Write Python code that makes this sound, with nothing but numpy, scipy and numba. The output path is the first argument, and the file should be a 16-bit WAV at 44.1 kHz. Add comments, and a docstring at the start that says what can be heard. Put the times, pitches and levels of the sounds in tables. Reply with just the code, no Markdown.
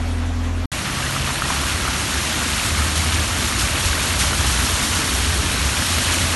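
"""Two flooded streets, heard from inside vehicles, in mono, with a short silence between them.
First a diesel idles: its firings boom in the cab and shake a panel, while water washes far away.
Then, at the open window of a wading car, a second engine drones nearby, the car's own engine slowly
gains speed and water rumbles under the floor. Above it all the wheel churns up a rushing bow wave,
full of ringing bubbles and spray, that splashes, sloshes and slaps as it folds over."""
import sys
import numpy as np
from scipy import signal
from scipy.fft import rfft, irfft, next_fast_len
from scipy.io import wavfile
from numba import njit

SR = 44100
rng = np.random.default_rng(int(sys.argv[2]) if len(sys.argv) > 2 else 0)


def wrap_up_sound(samples):
    """Save the sound to the file named by the first command line argument, as 16-bit audio."""
    columns = np.atleast_2d(samples).T
    # keep every value between -1 and 1, then stretch to whole-number steps
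    tamed = np.clip(columns, -1, 1)
    steps = np.round(tamed * 32767).astype(np.int16)
    wavfile.write(sys.argv[1], SR, steps)


N = 280035
TIME = np.arange(N) / SR
CAB_END_S, DRIVE_START_S = .658, .717


def undb(db):
    """Turn decibels (dB) into a number to multiply by."""
    return 10 ** (np.asarray(db) / 20)


def unit(x):
    """Scale a signal so that its average power is 1."""
    return x / np.sqrt(np.mean(x ** 2) + 1e-18)


def curve(table):
    """Join (time, value) points with straight lines."""
    return np.interp(TIME, *np.transpose(table))


def shape(x, gain_at):
    """Turn each frequency f up or down by gain_at(f)."""
    size = next_fast_len(len(x) + 2048)
    hz = np.maximum(np.fft.rfftfreq(size, 1 / SR), 1)
    return irfft(rfft(x, size) * gain_at(hz), size)[:len(x)]


def colour(x, points):
    """Set the balance of bass and treble from (Hz, dB) points; the result has power 1."""
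    hz, db = np.transpose(points)
    return unit(shape(x, lambda f: undb(np.interp(np.log(f), np.log(hz), db))))


def resonance(x, hz, width_hz):
    """Keep mainly the frequencies near hz, as a ringing object does."""
    return unit(shape(x, lambda f: 1 / (1 + 1j * (f / hz - hz / f) * hz / width_hz) ** 2))


def noise():
    """White noise: an even hiss."""
    return rng.standard_normal(N)


def wander(rate):
    """A smooth random wobble of size about 1 that changes about rate times a second."""
    return unit(shape(noise(), lambda f: np.exp(-(f / rate) ** 2)))


def phase_of(hz):
    """The running angle, in radians, of a tone whose pitch moves."""
    return 2 * np.pi * np.cumsum(hz) / SR


def burst(start, length):
    """A loudness curve that swells quickly, lasts about length seconds and dies away."""
    age = np.clip((TIME - start) / length, 0, 10)
    return (1 - np.exp(-8 * age)) * np.exp(-age ** 2 / 2)


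def hold(start, end, fade_s):
    """A loudness curve that fades in around start, holds, and fades out around end."""
    return (np.tanh(2 * (TIME - start) / fade_s) - np.tanh(2 * (TIME - end) / fade_s)) / 2


@njit
def ring(start, hz, cycles, size, glide):
    """Each bubble rings as a fading tone whose pitch rises as it nears the surface."""
    out = np.zeros(N)
    for k in range(len(start)):
        life = cycles[k] * SR / hz[k]  # samples it takes to fade to about a third
        first, phase = int(start[k] * SR), 0.
        for i in range(min(int(5 * life), N - first)):
            phase += 2 * np.pi * hz[k] / SR * (1 + glide * i / (5 * life))
            out[first + i] += size[k] * np.exp(-i / life) * np.sin(phase)
    return out


def bubbles(low_hz, high_hz, cycles, spread_db, glide, count):
    """A swarm of bubbles at random times, many faint and a few loud."""
    when, pitch, life, faintness = rng.random((count, 4)).T
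    hz = low_hz * (high_hz / low_hz) ** pitch
    size = hz * undb(-spread_db * np.log(faintness + .01))  # "hz *" evens out low and high
    return unit(ring(when * N / SR, hz, cycles * (.5 + life), size, float(glide)))


def foam(flicker_db, flicker_rate, surge_db, surge_rate):
    """The hiss of countless tiny bursts: bands of pitch flicker alone and surge together."""
    edges_hz = np.append(0, 350 * 2 ** (np.arange(13) / 2))
    hiss = np.zeros(N)
    for low, high in zip(edges_hz, edges_hz[1:]):
        band = shape(noise(), lambda f: (f >= low) & (f < high))
        hiss += band * undb(flicker_db * wander(flicker_rate))
    return unit(hiss * undb(surge_db * wander(surge_rate)))


# Tone colour of the distant water: f/Hz, relative level/dB
FAR_FLOOD_COLOUR = [(20, -5), (100, 3), (300, -3), (450, -0.5), (1200, -2), (2100, -6.5), (3200, -10),
                    (4500, -12.5), (7000, -16.5), (11500, -23)]
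def far_flood():
    """The flood washes softly, far from the cab."""
    wash = foam(flicker_db=1.5, flicker_rate=20, surge_db=.5, surge_rate=10)
    return undb(-32.5) * colour(wash, FAR_FLOOD_COLOUR)


# Tones of the diesel and its cab: multiple of the firing rate, relative level/dB
IDLE_TONES = [(1, -5), (1.5, -23), (2.001, 0), (3, -29), (4, -25), (5, -20), (5.75, -16.5), (5.999, -10.5),
              (6.7, -17.5)]
def idling_diesel(firing_hz=41.7):
    """The engine's firings boom in the cab and shake a panel."""
    phase = 2 * np.pi * firing_hz * TIME
    tones = np.zeros(N)
    for multiple, db in IDLE_TONES:
        gain = undb(db + .21 * wander(13))
        uneven = phase + .075 * wander(12)  # uneven firing unsettles high tones most
        tones += gain * np.cos(multiple * uneven + 2 * np.pi * rng.random())
    panel = resonance(noise() * (1 + .5 * np.cos(phase)), hz=260, width_hz=120)
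    return undb(-21) * unit(tones) + undb(-42) * panel


# Firing rate of the second engine: t/s, f/Hz
SECOND_RATE = [(2.9, 67.5), (3.5, 61.5), (4.4, 61.3), (5.75, 67.3)]
# Its swells: start t/s, end t/s, level/dB
SECOND_SWELLS = [(3.08, 3.32, -35), (4.147, 4.705, -26.5), (5.1, 5.42, -22.5), (5.613, 5.742, -25)]
def second_engine():
    """A nearby exhaust drones in swells as its engine eases off and picks up again."""
    swells = sum(undb(db) * hold(start, end, fade_s=.078) for start, end, db in SECOND_SWELLS)
    return swells * np.sin(phase_of(curve(SECOND_RATE)) + .27 * wander(9.7))


# Moments when the wading car's exhaust booms: start t/s, end t/s, boost/dB
EXHAUST_BOOMS = [(1.85, 2.08, 7), (2.722, 3.24, 10), (5.88, 6.3, 4)]
# Its faint higher tones: multiple of the firing rate, level/dB
EXHAUST_OVERTONES = [(2.5, -45.5), (3, -45.5), (5, -50)]
START_HZ, CRUISE_HZ, PICKUP_S = 64.2, 88.5, 2.6  # firing rate: first, final, how slowly it rises
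def exhaust(hz, phase):
    """The car's firings blend into a low note that grows louder as the engine speeds up."""
    firing_db = -28.5 + 30.5 * np.log2(hz / CRUISE_HZ)
    boom_db = sum(db * hold(start, end, fade_s=.08) for start, end, db in EXHAUST_BOOMS)
    overtones = sum(undb(db + 3.5 * wander(1)) * np.sin(k * phase) for k, db in EXHAUST_OVERTONES)
    return undb(firing_db + boom_db) * np.sin(phase) + overtones


def cabin_drone(hz, phase, cabin_hz=135.8, width_hz=8.5):
    """The air in the cabin rings when twice the firing rate passes its natural pitch."""
    mistuning = 2 * (2 * hz - cabin_hz) / width_hz
    return undb(-30) / (1 + mistuning ** 2) * np.sin(2 * phase)


def engines():
    """The car gains speed; two exhaust notes throb together, wavering as water covers the pipes."""
    hz = CRUISE_HZ - (CRUISE_HZ - START_HZ) * np.exp(-(TIME - DRIVE_START_S) / PICKUP_S)
    phase = phase_of(hz) + .1 * wander(8)
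    pipes = exhaust(hz, phase) + second_engine()
    waver = undb(1.04 * wander(11))
    return np.sqrt(2) * (cabin_drone(hz, phase) + pipes * waver)  # sqrt(2) gives a sine power 1


# Tone colour of the rumble under the floor: f/Hz, relative level/dB
FLOOR_COLOUR = [(12, -50), (22, -24), (35, -16), (50, -4), (68, -3), (95, -4.5), (120, -8.5), (170, -14.5),
                (260, -45), (600, -64)]
# Loudness of that rumble: t/s, level/dB
FLOOR_LEVEL = [(.72, -32.5), (1.3, -30.5), (1.85, -27), (2.3, -31.5), (3.2, -27), (4.7, -27), (6.35, -28)]
# Heavy surges hitting the floor: t/s, peak level/dB
FLOOR_THUMPS = [(1.485, -25), (1.75, -21), (2.175, -18), (2.80, -16), (3.645, -15), (3.865, -13),
                (3.91, -17), (4.405, -20), (4.48, -13.5), (5.28, -17), (5.66, -15)]
def underbody(boom_hz=72):
    """The flood buffets the floor of the car; heavy surges make the body boom."""
    out = undb(curve(FLOOR_LEVEL) + wander(7)) * colour(noise(), FLOOR_COLOUR)
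    for t, peak_db in FLOOR_THUMPS:
        swell = np.exp(-((TIME - t) / .014) ** 2)
        out += undb(peak_db) * swell * np.sin(2 * np.pi * (boom_hz * TIME + rng.random()))
    return out


# Tone colour of the churning: f/Hz, relative level/dB
CHURN_COLOUR = [(20, -55), (80, -17), (160, -3.5), (250, 0.5), (330, -4), (430, -9.5), (620, -6.5),
                (900, -12.5), (2000, -33), (6000, -60)]
def churn():
    """The wheel stirs in big pockets of air, which ring low."""
    pockets = bubbles(low_hz=131, high_hz=1192, cycles=2, spread_db=.5, glide=.093, count=3500)
    return colour(noise() + undb(-11.5) * pockets, CHURN_COLOUR)


# Tone colour of the rushing crest: f/Hz, relative level/dB
RUSH_COLOUR = [(40, -60), (300, -23), (600, -9.5), (850, -3.5), (1150, 0.5), (1600, -.5), (2100, -2),
               (2800, -3), (4000, -7.5), (6000, -9), (12000, -24)]
def rush():
    """The breaking crest froths and sheds bubbles; the free ones ring on as little plips."""
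    crest = bubbles(low_hz=812, high_hz=4530, cycles=1.96, spread_db=3, glide=.11, count=7000)
    plips = bubbles(low_hz=1287, high_hz=4470, cycles=13, spread_db=3.2, glide=.1, count=900)
    froth = foam(flicker_db=1, flicker_rate=45, surge_db=.37, surge_rate=20)
    return colour(froth + undb(-8) * crest + undb(-14.5) * plips, RUSH_COLOUR)


# Tone colour of flying drops: f/Hz, relative level/dB
SPRAY_COLOUR = [(1200, -14.5), (3000, 0.5), (4500, 0.5), (6300, -0.5), (9000, -1.15), (11500, -3),
                (14000, -18)]
def spray():
    """Fine drops tick and fizz above the wave."""
    drops = bubbles(low_hz=2310, high_hz=11900, cycles=1.3, spread_db=1.5, glide=.13, count=16000)
    fizz = bubbles(low_hz=4007, high_hz=12080, cycles=35, spread_db=2.5, glide=.048, count=3000)
    mist = foam(flicker_db=.58, flicker_rate=20, surge_db=.84, surge_rate=7.2)
    return colour(mist + undb(-8.5) * drops + undb(-12.5) * fizz, SPRAY_COLOUR)


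# Flung sheets of drops landing: t/s, relative level/dB, length/s
LANDING_SHEETS = [(2.642, -28.5, 0.032), (2.952, -28, 0.036), (3.14, -28, 0.016), (3.581, -27, 0.059),
                  (3.848, -27, .025), (4.188, -24, 0.042), (4.268, -27.5, 0.0082), (4.463, -26, .012),
                  (4.822, -29, .03), (6.106, -28, 0.047)]
def splashes():
    """Sheets of drops patter back onto the water."""
    drops = bubbles(low_hz=2020, high_hz=12600, cycles=1.5, spread_db=.5, glide=.1, count=30000)
    landings = sum(undb(db + 5) * burst(t, length) for t, db, length in LANDING_SHEETS)
    return colour(drops, SPRAY_COLOUR) * landings


# Sloshes that fall in pitch: t/s, first f/Hz, last f/Hz, typical bubble level/dB, length/s
FALLING_SLOSHES = [(3.592, 5500, 1400, -24, 0.036), (3.851, 6800, 1500, -26, 0.042),
                   (6.066, 3200, 1500, -22, .07)]
def sloshes(count=36, scatter_octaves=.34):
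    """A tongue of water collapses into ever bigger, and so deeper, bubbles."""
    out = np.zeros(N)
    for t, first_hz, last_hz, db, length in FALLING_SLOSHES:
        late, size, scatter = rng.random((count, 3)).T
        hz = first_hz * (last_hz / first_hz) ** late
        hz *= 2 ** (scatter_octaves * (2 * scatter - 1))
        out += ring(t + length * late, hz, np.full(count, 3.), undb(db) * (.5 + size), glide=.091)
    return out


# The wave folds over and traps air: t/s, f/Hz, level/dB, gurgle length/s
WAVE_FOLDS = [(.8553, 1420, -15, .028), (1.1522, 1340, -14, .02), (1.2752, 1160, -12, .03),
              (1.4214, 1340, -6, .002), (1.503, 1130, -9, .025), (1.6836, 2430, -12, .01),
              (1.8519, 1220, -11, .035), (1.9365, 2330, -12, .012), (2.1433, 1490, -12, .008),
              (2.6639, 2950, -13, .01), (2.788, 1340, -13, .015), (3.1234, 2800, -7.5, .012),
              (4.2371, 1180, -13, .02), (4.310, 1250, -13, .025), (6.338, 1660, -9, .012)]
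def slaps(gurgle_db=-5.5, bubbles_per_s=350):
    """Each fold closes with a sharp smack, then gurgles with bubbles of about the same pitch."""
    out = np.zeros(N)
    for t, hz, db, length in WAVE_FOLDS:
        smack = ring(np.array([t], float), np.array([hz], float), np.array([1.3]), undb([db]), glide=.1)
        count = 1 + int(bubbles_per_s * length)
        delay, pitch, size = rng.random((count, 3)).T
        bubble_hz = hz * 1.2 ** (2 * pitch - 1)
        gains = undb(db + gurgle_db) * size
        gurgle = ring(t + length * delay, bubble_hz, np.full(count, 3.), gains, glide=.2)
        out += smack + gurgle
    return out


# Strength of the bow wave, given as the loudness of its spray: t/s, level/dB
SPRAY_LEVEL = [(.72, -31), (1.1, -28.5), (1.4, -28.5), (1.55, -26.5), (1.9, -26.5), (2.6, -25),
               (3.1, -25.5), (4.8, -23.3), (5.45, -25.5), (6.0, -23), (6.35, -24.5)]
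def bow_wave(full_wave_db=-24):
    """The wave pushed up by the wheel swells and sinks; churn and rush change less than the spray."""
    spray_db = curve(SPRAY_LEVEL)
    churn_db = -30.5 + .29 * (spray_db - full_wave_db)
    rush_db = -24.5 + .41 * (spray_db - full_wave_db)
    return undb(churn_db) * churn() + undb(rush_db) * rush() + undb(spray_db) * spray()


def scene():
    """The cab, a moment of silence, then the drive; the same in both ears."""
    drive = engines() + underbody() + bow_wave() + slaps() + splashes() + sloshes()
    cab = idling_diesel() + far_flood()
    in_cab = np.clip((CAB_END_S - TIME) / .002, 0, 1)
    in_car = np.clip((TIME - DRIVE_START_S) / .001, 0, 1)
    return np.tile(in_cab * cab + in_car * drive, (2, 1))


# Narrow dips in the treble: f/Hz, width/Hz, level change/dB
TREBLE_DIPS = [(4890, 220, -3), (7730, 430, -2.5), (10420, 280, -3)]
TOP_HZ = 11720
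def record(dry):
    """Three narrow dips colour the treble, and everything above TOP_HZ is cut steeply."""
    def dips(f):
        return undb(sum(db * np.exp(-((f - hz) / width) ** 2) for hz, width, db in TREBLE_DIPS))
    coloured = np.array([shape(channel, dips) for channel in dry])
    treble_cut = signal.ellip(12, .2, 80, TOP_HZ, fs=SR, output="sos")
    return signal.sosfilt(treble_cut, coloured)


dry = scene()
out = record(dry)
wrap_up_sound(out)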